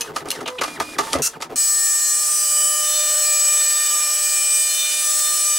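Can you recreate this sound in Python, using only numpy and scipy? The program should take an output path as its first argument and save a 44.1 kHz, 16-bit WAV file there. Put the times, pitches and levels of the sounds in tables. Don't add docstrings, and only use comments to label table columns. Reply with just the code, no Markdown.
import sys
import numpy as np
from scipy import signal
from scipy.fft import rfft, irfft
from scipy.io import wavfile

SR = 44100
rng = np.random.default_rng(int(sys.argv[2]) if len(sys.argv) > 2 else 0)


def transcribe(signal):
    frames = np.atleast_2d(signal).T
    limited = np.clip(frames, -1, 1)
    pcm = np.round(limited * 32767).astype(np.int16)
    wavfile.write(sys.argv[1], SR, pcm)


N = 246078
TIME = np.arange(N) / SR


def amp(db):
    return 10 ** (np.asarray(db) / 20)


def unit(x):
    return x / np.sqrt(np.mean(x ** 2) + 1e-20)


def white():
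    return rng.standard_normal(N)


def drift(rate_hz):
    hop, settle = 100, 1000
    pole = np.exp(-2 * np.pi * rate_hz * hop / SR)
    noise = rng.standard_normal(N // hop + settle + 2)
    slow = signal.lfilter([1], [1, -2 * pole, pole * pole], noise)[settle:]
    return np.interp(np.arange(N) / hop, np.arange(len(slow)), unit(slow))


def switch(start, rise=0.0011):
    return np.clip((TIME - start) / rise, 0, 1)


def bell(x, centre, spread):
    return np.exp(-.5 * ((x - centre) / spread) ** 2)


def follow(curve):
    return amp(np.interp(TIME, *np.transpose(curve)))


def response(points, size=4096):
    hz, db = np.transpose(points)
    grid = np.maximum(np.fft.rfftfreq(size, 1 / SR), 1)
    gain = amp(np.interp(np.log(grid), np.log(hz), db))
    cepstrum = irfft(np.log(gain))
    cepstrum[1:size // 2] *= 2
    cepstrum[size // 2 + 1:] = 0
    return irfft(np.exp(rfft(cepstrum)))


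def through(x, impulse):
    return signal.oaconvolve(x, impulse / np.linalg.norm(impulse))[:N]


def colour(x, points):
    return through(x, response(points))


def ring(x, modes, size=8192):
    t = TIME[:size]
    impulse = sum((-1) ** k * amp(db) * width * np.exp(-np.pi * width * t) * np.cos(2 * np.pi * hz * t)
                  for k, (hz, width, db) in enumerate(modes))
    return through(x, impulse)


def grains(per_s, spread_db):
    contacts = (rng.random(N) < per_s / SR) * rng.choice([-1, 1], N)
    return unit(contacts * amp(spread_db * np.clip(white(), -2, 2)))


def blow(start, decay_s, rise=0.0016, hold=0):
    return switch(start, rise) * np.exp(-np.maximum(TIME - start - rise - hold, 0) / decay_s)


def hammering(rate_hz, sharpness):
    return unit(white() * np.exp(-sharpness * (TIME * rate_hz % 1)))


def with_octave(phase, octave_db):
    return np.sin(phase) + amp(octave_db) * np.sin(2 * phase)


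# f/Hz, level/dB
ROOM_SPECTRUM = [(20, -25), (60, -29), (78, -0.5), (91, 17.5), (115, -2), (250, -5), (1000, 1.5),
                 (16000, -35)]
def room_tone(level_db=-57.5):
    return amp(level_db) * colour(white(), ROOM_SPECTRUM)


# f/Hz, level/dB
SIDE_SPECTRUM = [(100, -18.5), (1000, -8.5), (5000, -16), (8000, -13.5), (15000, -4.5)]
def reflections(x, echo_db=-8.5, t60=0.11, size=16384):
    t = TIME[:size]
    shared, apart = rng.standard_normal((2, size)) * amp(-60 * t / t60) * (t > .002)
    side = signal.oaconvolve(through(x, apart), response(SIDE_SPECTRUM))[:N]
    mid = x + amp(echo_db) * through(x, shared)
    return np.array([mid + side, mid - side])


# t/s, level/dB
TICKS = [(0.286, -25.5), (0.818, -28), (1.1311, -9), (1.186, -28), (1.413, -27)]
# f/Hz, level/dB
TICK_SPECTRUM = [(1000, -11), (4000, 1), (7500, 0), (10500, -4.5), (16000, -29)]
def ticks(decay_s=0.0023):
    envelope = sum(amp(db) * blow(start, decay_s, rise=.0005) for start, db in TICKS)
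    return colour(white() * envelope, TICK_SPECTRUM)


# start t/s, end t/s, level/dB
SCRAPES = [(0.456, 0.491, -31), (0.582, 0.596, -28.5)]
# f/Hz, width/Hz, level/dB
GUIDE_MODES = [(2440, 220, 0.5), (3050, 230, 3), (3780, 290, -4), (4130, 200, -6)]
def ribbon_scrapes(slips_per_s=2500):
    rub = sum(amp(db) * (switch(start) - switch(end, rise=0.0051)) for start, end, db in SCRAPES)
    return ring(rub * grains(slips_per_s, spread_db=4.5), GUIDE_MODES)


# t/s, level/dB
LATCH_CLICKS = [(0.0074, -6), (0.0154, -11), (0.3032, -5), (0.313, -7.5)]
# f/Hz, width/Hz, level/dB
LATCH_MODES = [(2550, 19, 4), (2880, 170, -0.5), (4170, 41, -5), (6200, 110, 0.5), (6880, 150, -5),
               (8650, 330, -9), (9870, 200, -2), (12700, 490, -14)]
# f/Hz, level/dB
CRACK_SPECTRUM = [(500, -15), (1500, 0.5), (2600, 4), (4000, 4), (6300, 3.5), (8500, -3), (11000, -4),
                  (13000, -14), (16000, -33)]
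def latch(ring_db=-6.5, crack_db=-10.5, decay_s=0.002):
    force = white() * sum(amp(db) * blow(start, decay_s) for start, db in LATCH_CLICKS)
    return amp(ring_db) * ring(force, LATCH_MODES) + amp(crack_db) * colour(force, CRACK_SPECTRUM)


# t/s, level/dB, dullness/dB (more thud, less crack)
KNOCKS = [(0.16, -8.5, -1.5), (0.255, -16, 8), (0.351, -18.5, -2), (0.406, -16, 1.5), (0.459, -17, 4),
          (0.476, -11.5, 0), (0.586, -18.5, 3), (0.611, -5, 1.5), (0.635, -9.5, -2.5), (0.677, -13.5, 2),
          (0.709, -32, 5), (0.799, -5.5, 1), (0.984, -4, -2.5), (1.124, -14.5, -2), (1.134, -8, 2.5),
          (1.15, -9.5, 13.5), (1.402, -19.5, 6), (1.421, -13.5, -4.5)]
# f/Hz, width/Hz, level/dB
FRAME_MODES = [(672, 117, -2), (905, 110, 0.5), (1198, 75, 6), (1350, 130, 0.5), (1536, 360, -5.5),
               (2063, 110, -5.5), (2350, 210, -13.5)]
# f/Hz, level/dB
THUD_SPECTRUM = [(30, -31), (88, 2.5), (160, -22.5), (260, 8.5), (450, 7.5), (700, 1.5), (1000, -13),
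                 (2000, -30), (6000, -47)]
def knocks(frame_db=-14.0, thud_db=-22.5, crack_db=-17.5, decay_s=0.007, slack_s=0.004, rebound_s=0.023):
    frame, thud, crack = np.zeros((3, N))
    for start, db, dull_db in KNOCKS:
        touch = amp(-17.5) * blow(start - slack_s, decay_s)
        hit = blow(start, decay_s, rise=0.0015, hold=0.013 * amp(db))
        rebound = amp(-12.5) * blow(start + rebound_s, decay_s)
        force = amp(db) * (touch + hit + rebound)
        frame += force
        thud += force * amp(dull_db)
        crack += force * amp(-dull_db)
    return (amp(frame_db) * ring(frame * grains(4000, spread_db=2.0), FRAME_MODES)
            + amp(thud_db) * colour(thud * white(), THUD_SPECTRUM)
            + amp(crack_db) * colour(crack * grains(3000, spread_db=5.0), CRACK_SPECTRUM))


# start t/s, stop t/s, run-up t/s, full step rate f/Hz, hum level/dB, slide level/dB, shake level/dB
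MOTOR_RUNS = [(-.04, 0.13, 0.036, 466, -41, -40.5, -31.5), (0.133, .24, 0.022, 520, -43, -41, -35),
              (0.241, 0.462, 0.073, 540, -44, -38, -31), (.458, 0.608, .018, 503, -37, -49, -32.5),
              (.605, 0.799, 0.026, 604, -63, -39.5, -34), (0.803, 0.982, 0.022, 610, -62, -38.5, -33.5),
              (0.985, 1.216, 0.044, 903, -40, -34.5, -27.5), (1.189, 1.389, 0.033, 456, -52, -45.5, -36),
              (1.392, 1.492, 0.032, 390, -44, -46, -42), (1.493, 1.557, 0.05, 150, -56, -42, -31)]
# f/Hz, width/Hz, level/dB
CHASSIS_MODES = [(145, 33, -7), (260, 28, -4.5), (381.5, 106, 3.5), (437, 140, 1.5), (688, 270, -9)]
# f/Hz, level/dB
SLIDE_SPECTRUM = [(100, 0.5), (300, 10.5), (1200, 1), (2000, 0), (4000, 3), (6200, 0.5), (8500, -0.5),
                  (11000, -1.5), (13000, -11), (16000, -17)]
def carriage(whine_order=4, resonance_hz=2470, resonance_width_hz=240, brake_per_ramp=1.65):
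    tones, slide, rattle, shudder = np.zeros((4, N))
    jitter = 0.22 * drift(90)
    judder = 1.7 * drift(140)
    for start, stop, ramp, step_hz, hum_db, slide_db, shake_db in MOTOR_RUNS:
        on = (TIME > start) & (TIME < stop)
        rising = (TIME[on] - start) / ramp
        falling = (stop - TIME[on]) / (ramp * brake_per_ramp)
        speed = np.clip(np.minimum(rising, falling), 0, 1)
        phase = 2 * np.pi * np.cumsum(step_hz * (.25 + .75 * speed)) / SR
        hum = amp(hum_db) * speed * with_octave(phase, -8.0)
        cogging = whine_order * phase + jitter[on]
        resonance = 1 / np.hypot(1, 2 * (whine_order * step_hz - resonance_hz) / resonance_width_hz)
        whine = amp(-41.5) * resonance * speed ** 2 * with_octave(cogging, -14.0)
        load = 2 * speed * np.sqrt(1 - speed) * (falling < rising)
        chirp = amp(-39.5) * load * with_octave(cogging + judder[on], -8.0)
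        wobble = amp(-44.0) * speed ** 2 * np.sin(phase / 2) * (550 < step_hz < 700)
        tones[on] += np.sqrt(2) * (hum + whine + chirp + wobble)
        slide[on] += amp(slide_db) * speed ** 2
        rattle[on] += amp(shake_db - 10.5) * np.sqrt(speed)
        shudder[on] += amp(shake_db) * bell(speed, 0.42, spread=0.27)
    friction = slide * colour(grains(9000, spread_db=3.5), SLIDE_SPECTRUM)
    motor = tones * amp(2.0 * drift(60))
    frame = rattle * ring(grains(900, spread_db=15.5), FRAME_MODES)
    chassis = ring(shudder * grains(700, spread_db=1.0), CHASSIS_MODES)
    return motor + friction + frame + chassis


STRIKE_HZ, LINE_START_S = 601.0, 1.5575
# multiple of the step rate, level/dB
CRAWL_TONES = [(1, -68), (2, -59.5), (4, -54), (5, -62.5), (7, -70)]
def motor_crawl(strikes_per_step=3):
    phase = 2 * np.pi * STRIKE_HZ / strikes_per_step * TIME
    return np.sqrt(2) * sum(amp(db + 0.73 * drift(2.9)) * np.sin(k * phase) for k, db in CRAWL_TONES)


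# f/Hz, level/dB
BURST_SPECTRUM = [(200, -29), (900, -35), (1350, -3), (2000, -14), (2750, -12), (3500, -12.5), (4700, -3),
                  (6200, 6.5), (7500, 2), (9000, 1.5), (11000, -4), (16000, -14)]
def pin_burst(start_s=1.2195, end_s=1.2785, rate_hz=1350, rasp_db=-19.0, tone_db=-33.0):
    gate = switch(start_s) - switch(end_s)
    phase = 2 * np.pi * rate_hz * TIME + 0.27 * drift(60)
    tone = np.sin(2 * phase) + amp(-5.5) * (np.sin(phase) + np.sin(3 * phase))
    rasp = colour(hammering(rate_hz, sharpness=2.1), BURST_SPECTRUM)
    return gate * (amp(rasp_db) * rasp + amp(tone_db) * tone)


# multiple, half clear at t/s, shaded level/dB
SHADED_PARTIALS = [(1, 2.6, -7.5), (2, 2.2, -6), (4, 2.97, -6), (5, 2.37, -11.5), (6, 2.83, -10.5),
                   (7, 2.7, -3)]
# t/s, multiple, level/dB
STANDING_WAVES = [(1.9, 3, 5), (1.9, 12, 11), (2.36, 10, 8), (2.58, 5, 5), (2.63, 7, -9), (2.96, 1, 10.5),
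                  (2.96, 6, 6), (2.96, 7, 7.5), (2.96, 12, 2.5), (3.25, 10, -22), (3.55, 4, 5),
                  (3.75, 3, 7), (4.42, 4, 7), (4.6, 14, 7.5), (4.66, 2, -11), (4.92, 4, 9.5),
                  (4.92, 6, 9.5), (4.94, 5, 3), (5.14, 5, -6.5), (5.25, 4, -8)]
def case_gain(k):
    shade_db = sum(db * (1 - np.tanh((TIME - clear_s) * k / 0.24)) / 2
                   for multiple, clear_s, db in SHADED_PARTIALS if round(multiple) == k)
    passing_s = 0.34 / k ** 0.59
    waves_db = sum(db * bell(TIME, centre_s, passing_s)
                   for centre_s, multiple, db in STANDING_WAVES if round(multiple) == k)
    return amp(shade_db + waves_db)


# t/s, level/dB
IMPACT_LEVELS = [(1.6, -24.5), (2.2, -24.5), (2.41, -22), (2.52, -23), (3.01, -25), (3.12, -23),
                 (5.47, -24), (5.55, -25)]
# f/Hz, level/dB
IMPACT_SPECTRUM = [(100, -51), (500, -21.5), (1000, -23), (1500, -16), (1980, -21), (2500, -20),
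                   (3400, -16), (4500, -14), (4900, -2.5), (7000, -2.5), (7800, 1.5), (9500, -3),
                   (11000, -6), (12500, -8.5), (15700, -13)]
# f/Hz, width/Hz, level/dB
CASE_MODES = [(1473, 150, -3.6), (2435, 470, -1.6), (2990, 344, 1), (4100, 610, -1.1)]
def pin_rasp(direct_db=-0.5, hollow_db=-15.0):
    impacts = hammering(STRIKE_HZ, sharpness=2.25) * amp(drift(70))
    direct = amp(direct_db) * colour(impacts, IMPACT_SPECTRUM)
    hollow = amp(hollow_db) * ring(hammering(STRIKE_HZ, sharpness=5.9), CASE_MODES)
    return follow(IMPACT_LEVELS) * (direct + case_gain(6) ** 0.44 * hollow)


def strike_partial(k, wander_db, flutter_db=1.75, side_db=0.5, side_phase=0.21):
    phase = 2 * np.pi * k * STRIKE_HZ * TIME + 1.52 * rng.normal() + 0.15 * drift(17)
    swell = drift(2.63)
    rounded_swell = np.minimum(swell, 1.38 * np.tanh(swell))
    level = amp(wander_db * rounded_swell + flutter_db * drift(14.0))
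    aside = k / 10 * drift(1.9) * np.array([[1], [-1]])
    return unit(level * amp(side_db * aside) * np.sin(phase + side_phase * aside))


# t/s, level/dB
WHISTLE_LEVELS = [(1.6, -20), (2.17, -24.5), (2.28, -30), (2.58, -20.5), (2.77, -25.5), (3.48, -20),
                  (4.31, -24.5), (4.54, -23.5), (4.92, -31.5), (5.12, -24), (5.19, -26.5), (5.55, -23)]
def head_whistle(start_s=1.578, multiple=13, gain_db=2.5):
    tone = strike_partial(multiple, wander_db=0, flutter_db=0.7, side_db=0.4, side_phase=0.065)
    return amp(gain_db) * follow(WHISTLE_LEVELS) * switch(start_s) * tone


# multiple of the strike rate, level/dB
PIN_PARTIALS = [(1, -24.5), (2, -12.5), (3, -19), (4, -16.5), (5, -14.5), (6, -17), (7, -14.5), (8, -16.5),
                (9, -14.5), (10, -11.5), (11, -13), (12, -10), (14, -7.5), (15, -10), (16, -20), (17, -12),
                (18, -14.5), (19, -18), (20, -37), (21, -24.5), (22, -21), (23, -43), (25, -17.5),
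                (26, -16)]
def pin_buzz(gain_db=-22.0):
    buzz = np.zeros((2, N))
    for multiple, db in PIN_PARTIALS:
        k = round(multiple)
        wander_db = np.interp(k, [1, 10], [1.1, 4.5])
        buzz += amp(gain_db + db) * case_gain(k) * strike_partial(k, wander_db)
    return buzz


def scene():
    printing = switch(LINE_START_S)
    tones = printing * (pin_buzz() + head_whistle() + motor_crawl())
    rasp = printing * pin_rasp()
    mechanism = carriage() + knocks() + latch() + ticks() + ribbon_scrapes()
    return tones + reflections(mechanism + pin_burst() + rasp + room_tone())


def record(dry, ceiling=0.68, cutoff_hz=15750):
    lowpass = signal.ellip(12, .1, 90, cutoff_hz, fs=SR, output="sos")
    return signal.sosfilt(lowpass, ceiling * np.tanh(dry / ceiling))


dry = scene()
out = record(dry)
transcribe(out)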